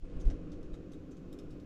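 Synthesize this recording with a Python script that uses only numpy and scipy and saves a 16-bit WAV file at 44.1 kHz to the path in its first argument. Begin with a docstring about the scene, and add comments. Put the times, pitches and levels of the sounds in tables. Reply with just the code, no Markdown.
"""Live crabs shift in a steel pot in a quiet kitchen, heard from just above by a hand-held microphone.
Shells and legs tick against each other in tiny wet snaps that echo between the pot's walls.
Some knock on the wall, and a leg scrapes lightly over shell. Behind them sit an appliance hum,
room air and a soft hiss. The hand rumbles and nudges the microphone, once with a soft thump."""
import sys
import numpy as np
from scipy import signal
from scipy.fft import rfft, irfft
from scipy.io import wavfile

SR = 44100
rng = np.random.default_rng(int(sys.argv[2]) if len(sys.argv) > 2 else 0)


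def wrap_up_sound(samples):
    """Save the sound to the file named by the first command line argument, as 16-bit audio."""
    columns = np.atleast_2d(samples).T
    # keep every value between -1 and 1, then stretch to whole-number steps
    tamed = np.clip(columns, -1, 1)
    steps = np.round(tamed * 32767).astype(np.int16)
    wavfile.write(sys.argv[1], SR, steps)


N = 72765
TIME = np.arange(N) / SR


def from_db(db):
    """Decibels to gain."""
    return 10 ** (np.asarray(db) / 20)


def rms_one(x):
    """Scale to unit rms."""
    return x / np.sqrt(np.mean(x ** 2) + 1e-20)


def unit_energy(x):
    """Scale to unit energy."""
    return x / np.sqrt(np.sum(x ** 2) + 1e-20)


def envelope(points):
    """Gain over time from (time [s], level [dB]) points."""
    return from_db(np.interp(TIME, *np.transpose(points)))


def eq_curve(points, size):
    """Gain of each frequency bin from (frequency [Hz], level [dB]) points."""
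    hz, db = np.transpose(points)
    return from_db(np.interp(np.log(np.fft.rfftfreq(size, 1 / SR) + 1), np.log(hz), db))


def noise(spectrum):
    """Steady coloured noise at unit rms."""
    return rms_one(irfft(rfft(rng.standard_normal(N)) * eq_curve(spectrum, N), N))


def crack(spectrum, size=512):
    """A minimum-phase click: a hard attack with the given spectrum."""
    cepstrum = irfft(np.log(eq_curve(spectrum, size)))
    cepstrum[1:size // 2] *= 2
    cepstrum[size // 2 + 1:] = 0
    return unit_energy(irfft(np.exp(rfft(cepstrum))))


def ring(hz, t60, size=2048):
    """A dying sine of unit energy."""
    t = TIME[:size]
    return unit_energy(np.sin(2 * np.pi * hz * t) * from_db(-60 * t / t60))


def struck(start_s, modes):
    """Modes set ringing at one moment, in alternating polarity."""
    t = np.maximum(TIME - start_s, 0)
    return sum((-1) ** k * from_db(db - 60 * t / t60) * np.sin(2 * np.pi * hz * t)
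               for k, (hz, db, t60) in enumerate(modes))


def echoes(x, predelay_s, t60):
    """Dense, slightly dull reflections that start after a delay and die away."""
    # tone of the walls' reflections: (frequency [Hz], level [dB])
    wall_colour = [(1000, 2), (7500, -1), (10000, -2), (15000, -6)]
    tail = rng.standard_normal(N) * (TIME > predelay_s) * from_db(-60 * TIME / t60)
    tail = irfft(rfft(unit_energy(tail)) * eq_curve(wall_colour, N), N)
    return signal.fftconvolve(x, tail)[:N]


def hiss(level_db=-78, split_hz=10900):
    """Soft hiss whose highest treble opens up gradually."""
    # tone of the hiss: (frequency [Hz], level [dB])
    hiss_colour = [(800, -13), (2600, 0.5), (4300, -2.5), (7200, -6.5), (8600, -21), (12500, -13),
                   (15000, -27)]
    # fade-in of the band above the split: (time [s], level [dB])
    top_fade = [(0, -21), (.45, -9), (.7, -7), (.95, -3), (1.3, -2), (1.65, 0)]
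    whole = noise(hiss_colour)
    top = irfft(rfft(whole) * (np.fft.rfftfreq(N, 1 / SR) > split_hz), N)
    return from_db(level_db) * (whole - top + envelope(top_fade) * top)


def room_air():
    """The room's air: a steady, dark bed of noise."""
    # tone of the air: (frequency [Hz], level [dB])
    air_colour = [(20, 3), (70, -4.5), (125, -11.5), (165, 5.5), (230, -7), (300, -4), (400, -6.5),
                  (520, -13.5), (620, -16.5), (880, -30), (1100, -26), (1450, -27.5), (1900, -35),
                  (2800, -35.5), (4300, -49.5), (9000, -56.5), (15000, -105)]
    return from_db(-49.5) * noise(air_colour)


def appliance_hum(waver_hz=11.2):
    """Motor tones, some steady, most wavering in strength and phase."""
    # motor tones: (frequency [Hz], level [dB], waver depth [0-1])
    motor_tones = [(87.56, -60, 0.59), (118.4, -63.5, 0.61), (147.6, -68, 1), (174.6, -62, 0.86),
                   (261.6, -56.5, 0.48), (293.9, -56.5, 0.47), (310.3, -57, 0), (356.8, -61, 0.44),
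                   (409, -65.5, 0.81), (476.3, -64.5, 0.94), (512.8, -64.5, 0), (563.6, -72.5, 0.28),
                   (783, -84, 0.3), (1015, -87, 0), (1071, -83, 0.6), (2495, -91.5, 0.1), (2522, -86, 0),
                   (2603, -95, 1)]
    slow = np.exp(-(np.fft.fftfreq(N, 1 / SR) / waver_hz) ** 2)
    out = 0
    for hz, db, depth in motor_tones:
        jitter = rng.standard_normal(N) + 1j * rng.standard_normal(N)
        wander = np.fft.ifft(np.fft.fft(jitter) * slow)
        wander /= np.std(wander)
        tone = (1 - depth + depth * wander) * np.exp(2j * np.pi * (hz * TIME + rng.random()))
        out = out + from_db(db) * rms_one(tone.real)
    return out


def handling(push_width_s=0.007):
    """Low rumble of the hand and soft pushes on the microphone's case, which rings on low."""
    # swells of the hand's rumble: (time [s], level [dB])
    swells = [(0, -55), (.045, -39), (.1, -52.5), (.15, -36.5), (.23, -39), (.31, -35.5), (.36, -47),
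              (.4, -41.5), (.46, -49), (.56, -46.5), (.74, -43.5), (.82, -53), (1.3, -57), (1.53, -47),
              (1.65, -64)]
    # tone of the rumble: (frequency [Hz], level [dB])
    rumble_colour = [(10, 4.5), (28, 2.5), (45, -4), (80, -10.5), (160, -18), (400, -45), (700, -34.5),
                     (1100, -50), (3000, -110)]
    # pushes on the case: (time [s], level [dB])
    pushes = [(0.039, -38.5), (0.169, -38), (0.203, -34.5), (0.2732, -15.5), (0.338, -37), (0.734, -40.5)]
    # ring of the case: (frequency [Hz], level [dB], t60 [s])
    case_modes = [(33.8, -12, 0.19), (82.4, -23.5, 0.35), (114, -23, 0.36), (254.6, -33, 0.17)]
    out = envelope(swells) * noise(rumble_colour)
    for push_s, db in pushes:
        offset = (TIME - push_s) / push_width_s
        thump = (1 - offset ** 2) * np.exp(-offset ** 2 / 2)
        out = out + from_db(db) * (thump + struck(push_s, case_modes))
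    return out


def leg_scrape(grains_per_s=400):
    """Dense tiny catches of a leg sliding on shell."""
    # shape of the stroke: (time [s], level [dB])
    stroke = [(0, -91), (.04, -77), (.09, -74), (.14, -79), (.18, -75), (.24, -77), (.26, -70),
              (.285, -74.5), (.33, -72), (.42, -100), (.5, -120)]
    # tone of each catch: (frequency [Hz], level [dB])
    grain_colour = [(500, -4), (2000, 4), (2800, 4), (4300, -5), (6500, -11), (7800, -11), (8700, -11),
                    (9700, -13.5), (10800, -36), (13000, -36.5)]
    grains = (rng.random(N) < grains_per_s / SR) * rng.standard_normal(N)
    return envelope(stroke) * rms_one(signal.fftconvolve(grains, crack(grain_colour))[:N])


def wall_knocks():
    """Shells hit the pot's wall, which rings briefly, damped by the crabs that lie against it."""
    # hits on the wall: (time [s], level [dB])
    knocks = [(.3012, -58.5), (.519, -64.5), (.741, -62), (0.935, -72), (1.119, -73), (1.3288, -65),
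              (1.389, -71)]
    # ring of the steel pot: (frequency [Hz], level [dB], t60 [s])
    pot_modes = [(660, -1, 0.098), (770, 2.5, 0.037), (1065, -11, 0.022), (1340, -4.5, 0.06),
                 (1590, -5, 0.022), (2036, 0, 0.013), (2520, -8.5, 0.018), (3820, -10, 0.023)]
    return sum(from_db(db) * struck(hit_s, pot_modes) for hit_s, db in knocks)


def crumble(per_s, decay_s, size, attack_s=0.0015):
    """A run of tiny snaps that swells and dies, at unit energy."""
    t = TIME[:size]
    snaps = (rng.random(size) < per_s / SR) * rng.standard_normal(size)
    return unit_energy(snaps * (1 - np.exp(-t / attack_s)) * np.exp(-t / decay_s))


def shell_snap(size=2048, detune=0.013):
    """One snap of shell: a broad crack and a few short resonances that shift with the shell's size."""
    # tone of the crack: (frequency [Hz], level [dB])
    crack_colour = [(500, -21), (1200, -3), (2200, -9), (3700, -0.5), (5000, -1), (7500, -5.5), (8700, -16),
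                    (12500, -21.5), (15500, -32.5)]
    # shell resonances: (frequency [Hz], level [dB], t60 [s])
    shell_modes = [(3850, -12.5, 0.015), (6420, -9.5, 0.02), (7670, -18, 0.0092), (9900, -13.5, 0.0094),
                   (12800, -23, 0.008)]
    attack = crack(crack_colour)
    tuning = 1 + detune * rng.uniform(-1.2, 1)
    body = sum((-1) ** k * from_db(db) * ring(hz * tuning, t60, size)
               for k, (hz, db, t60) in enumerate(shell_modes))
    return np.pad(attack, (0, size - len(attack))) + body


def shell_ticks(size=4096, treble_hz=6430, wet_db=-14, muffle_db_per_octave=-91, makeup_db=13):
    """Shells and legs touch: a first snap, a crumble of smaller ones and a wet crackle after it."""
    # contacts: (time [s], level [dB], crumble decay [s], ring pitch [Hz], ring level [dB],
    # treble shelf [dB], muffled above [Hz])
    contacts = [(0.199, -58, 0.011, 6500, 3, -12, 9100), (0.208, -57.5, 0.0024, 3900, -7, 12, 12000),
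                (0.212, -58.5, 0.0036, 6120, 24, -5, 10400), (0.252, -63.5, .0035, 9740, -3.5, 4, 10000),
                (.2605, -64, 0.0023, 7660, -5, -13, 9900), (.270, -72, .003, 6600, 10, 3, 9900),
                (0.2772, -60.5, .004, 9540, -5, -10, 10900),
                (0.3009, -50.5, 0.00088, 3900, -5.5, -22, 11000),
                (0.3040, -59.5, 0.0028, 6400, 3.5, 10, 12000), (0.5169, -56.5, 0.008, 5490, -11, -8, 11600),
                (0.525, -63, 0.009, 6260, -12, -12, 12000), (0.6277, -61, 0.006, 6300, -1, 4, 12500),
                (0.733, -62, 0.0035, 3800, -2, 3, 12000), (0.7395, -55, 0.0025, 3880, -8, -12, 12900),
                (0.749, -67, .004, 7640, -9, -1, 12600), (0.9180, -57, 0.0029, 6300, -2, 3, 14200),
                (0.9292, -65, 0.0049, 7400, -4, 11, 15000), (.9347, -57, 0.00084, 3740, 2, 3, 15000),
                (.939, -68, .007, 7000, -8, 5, 15000), (1.109, -61, 0.008, 7200, -5, 7, 15000),
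                (1.1185, -59.5, 0.0018, 6280, 18, 2, 15000), (1.1677, -61.5, 0.0032, 6420, -3, -1, 14500),
                (1.325, -60, 0.0025, 3840, -11, -4, 14000), (1.3281, -53.5, 0.0013, 3760, -4, 18, 15600),
                (1.3876, -53, 0.0025, 5270, -9, 2, 15000), (1.3893, -56.5, 0.0035, 6150, -11, -5, 15100),
                (1.504, -58.5, 0.015, 5440, -14, 2, 13900), (1.598, -61, 0.0041, 5400, -9, -1, 14000)]
    # tone of wet shell crackling: (frequency [Hz], level [dB])
    wet_colour = [(2000, -17), (4500, -7), (7000, 5), (8700, -6), (10300, 5), (12300, -3), (15000, -5)]
    out = np.zeros(N + SR)
    for start_s, db, crumble_s, ring_hz, ring_db, treble_db, top_hz in contacts:
        snaps = crumble(per_s=5500, decay_s=crumble_s, size=size)
        snaps[0] += 0.2  # the first snap
        shelf = crack([(treble_hz, 0), (2 * treble_hz, treble_db)])
        snap = signal.fftconvolve(shell_snap(), shelf)
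        crunch = unit_energy(signal.fftconvolve(snaps, snap)[:size])
        ping = unit_energy(signal.fftconvolve(snaps, ring(ring_hz, t60=0.009))[:size])
        crackle = crumble(per_s=3300, decay_s=0.018, size=size)
        wet = unit_energy(signal.fftconvolve(crackle, crack(wet_colour))[:size])
        tick = unit_energy(crunch + from_db(ring_db - 1) * ping + from_db(wet_db) * wet)
        muffle = crack([(top_hz, 0), (2 * top_hz, muffle_db_per_octave)])
        tick = signal.fftconvolve(tick, muffle)
        start = int(start_s * SR)
        out[start:start + len(tick)] += from_db(db + makeup_db) * tick
    return out[:N]


def scene():
    """Crabs in the pot, the kitchen around them, the hand on the microphone."""
    # fader ride on the hum and air: (time [s], level [dB])
    bed_ride = [(0, -18.5), (.022, -15), (.048, -3), (.15, 1.5), (.3, 2.5), (.42, 1.5), (.75, 0), (1.1, -2),
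                (1.4, 0), (1.65, -0.5)]
    crabs = shell_ticks() + wall_knocks() + leg_scrape()
    pot = crabs + from_db(-1.5) * echoes(crabs, predelay_s=0.0032, t60=0.085)
    kitchen = from_db(-12) * echoes(pot, predelay_s=0.021, t60=0.4)
    bed = envelope(bed_ride) * (appliance_hum() + room_air())
    return (pot + kitchen + bed + hiss() + handling())[None]


def record(dry):
    """A steep low-pass trims the highest treble."""
    cutoff_hz = 15500
    return signal.sosfilt(signal.ellip(10, .1, 80, cutoff_hz, fs=SR, output="sos"), dry)


dry = scene()
out = record(dry)
wrap_up_sound(out)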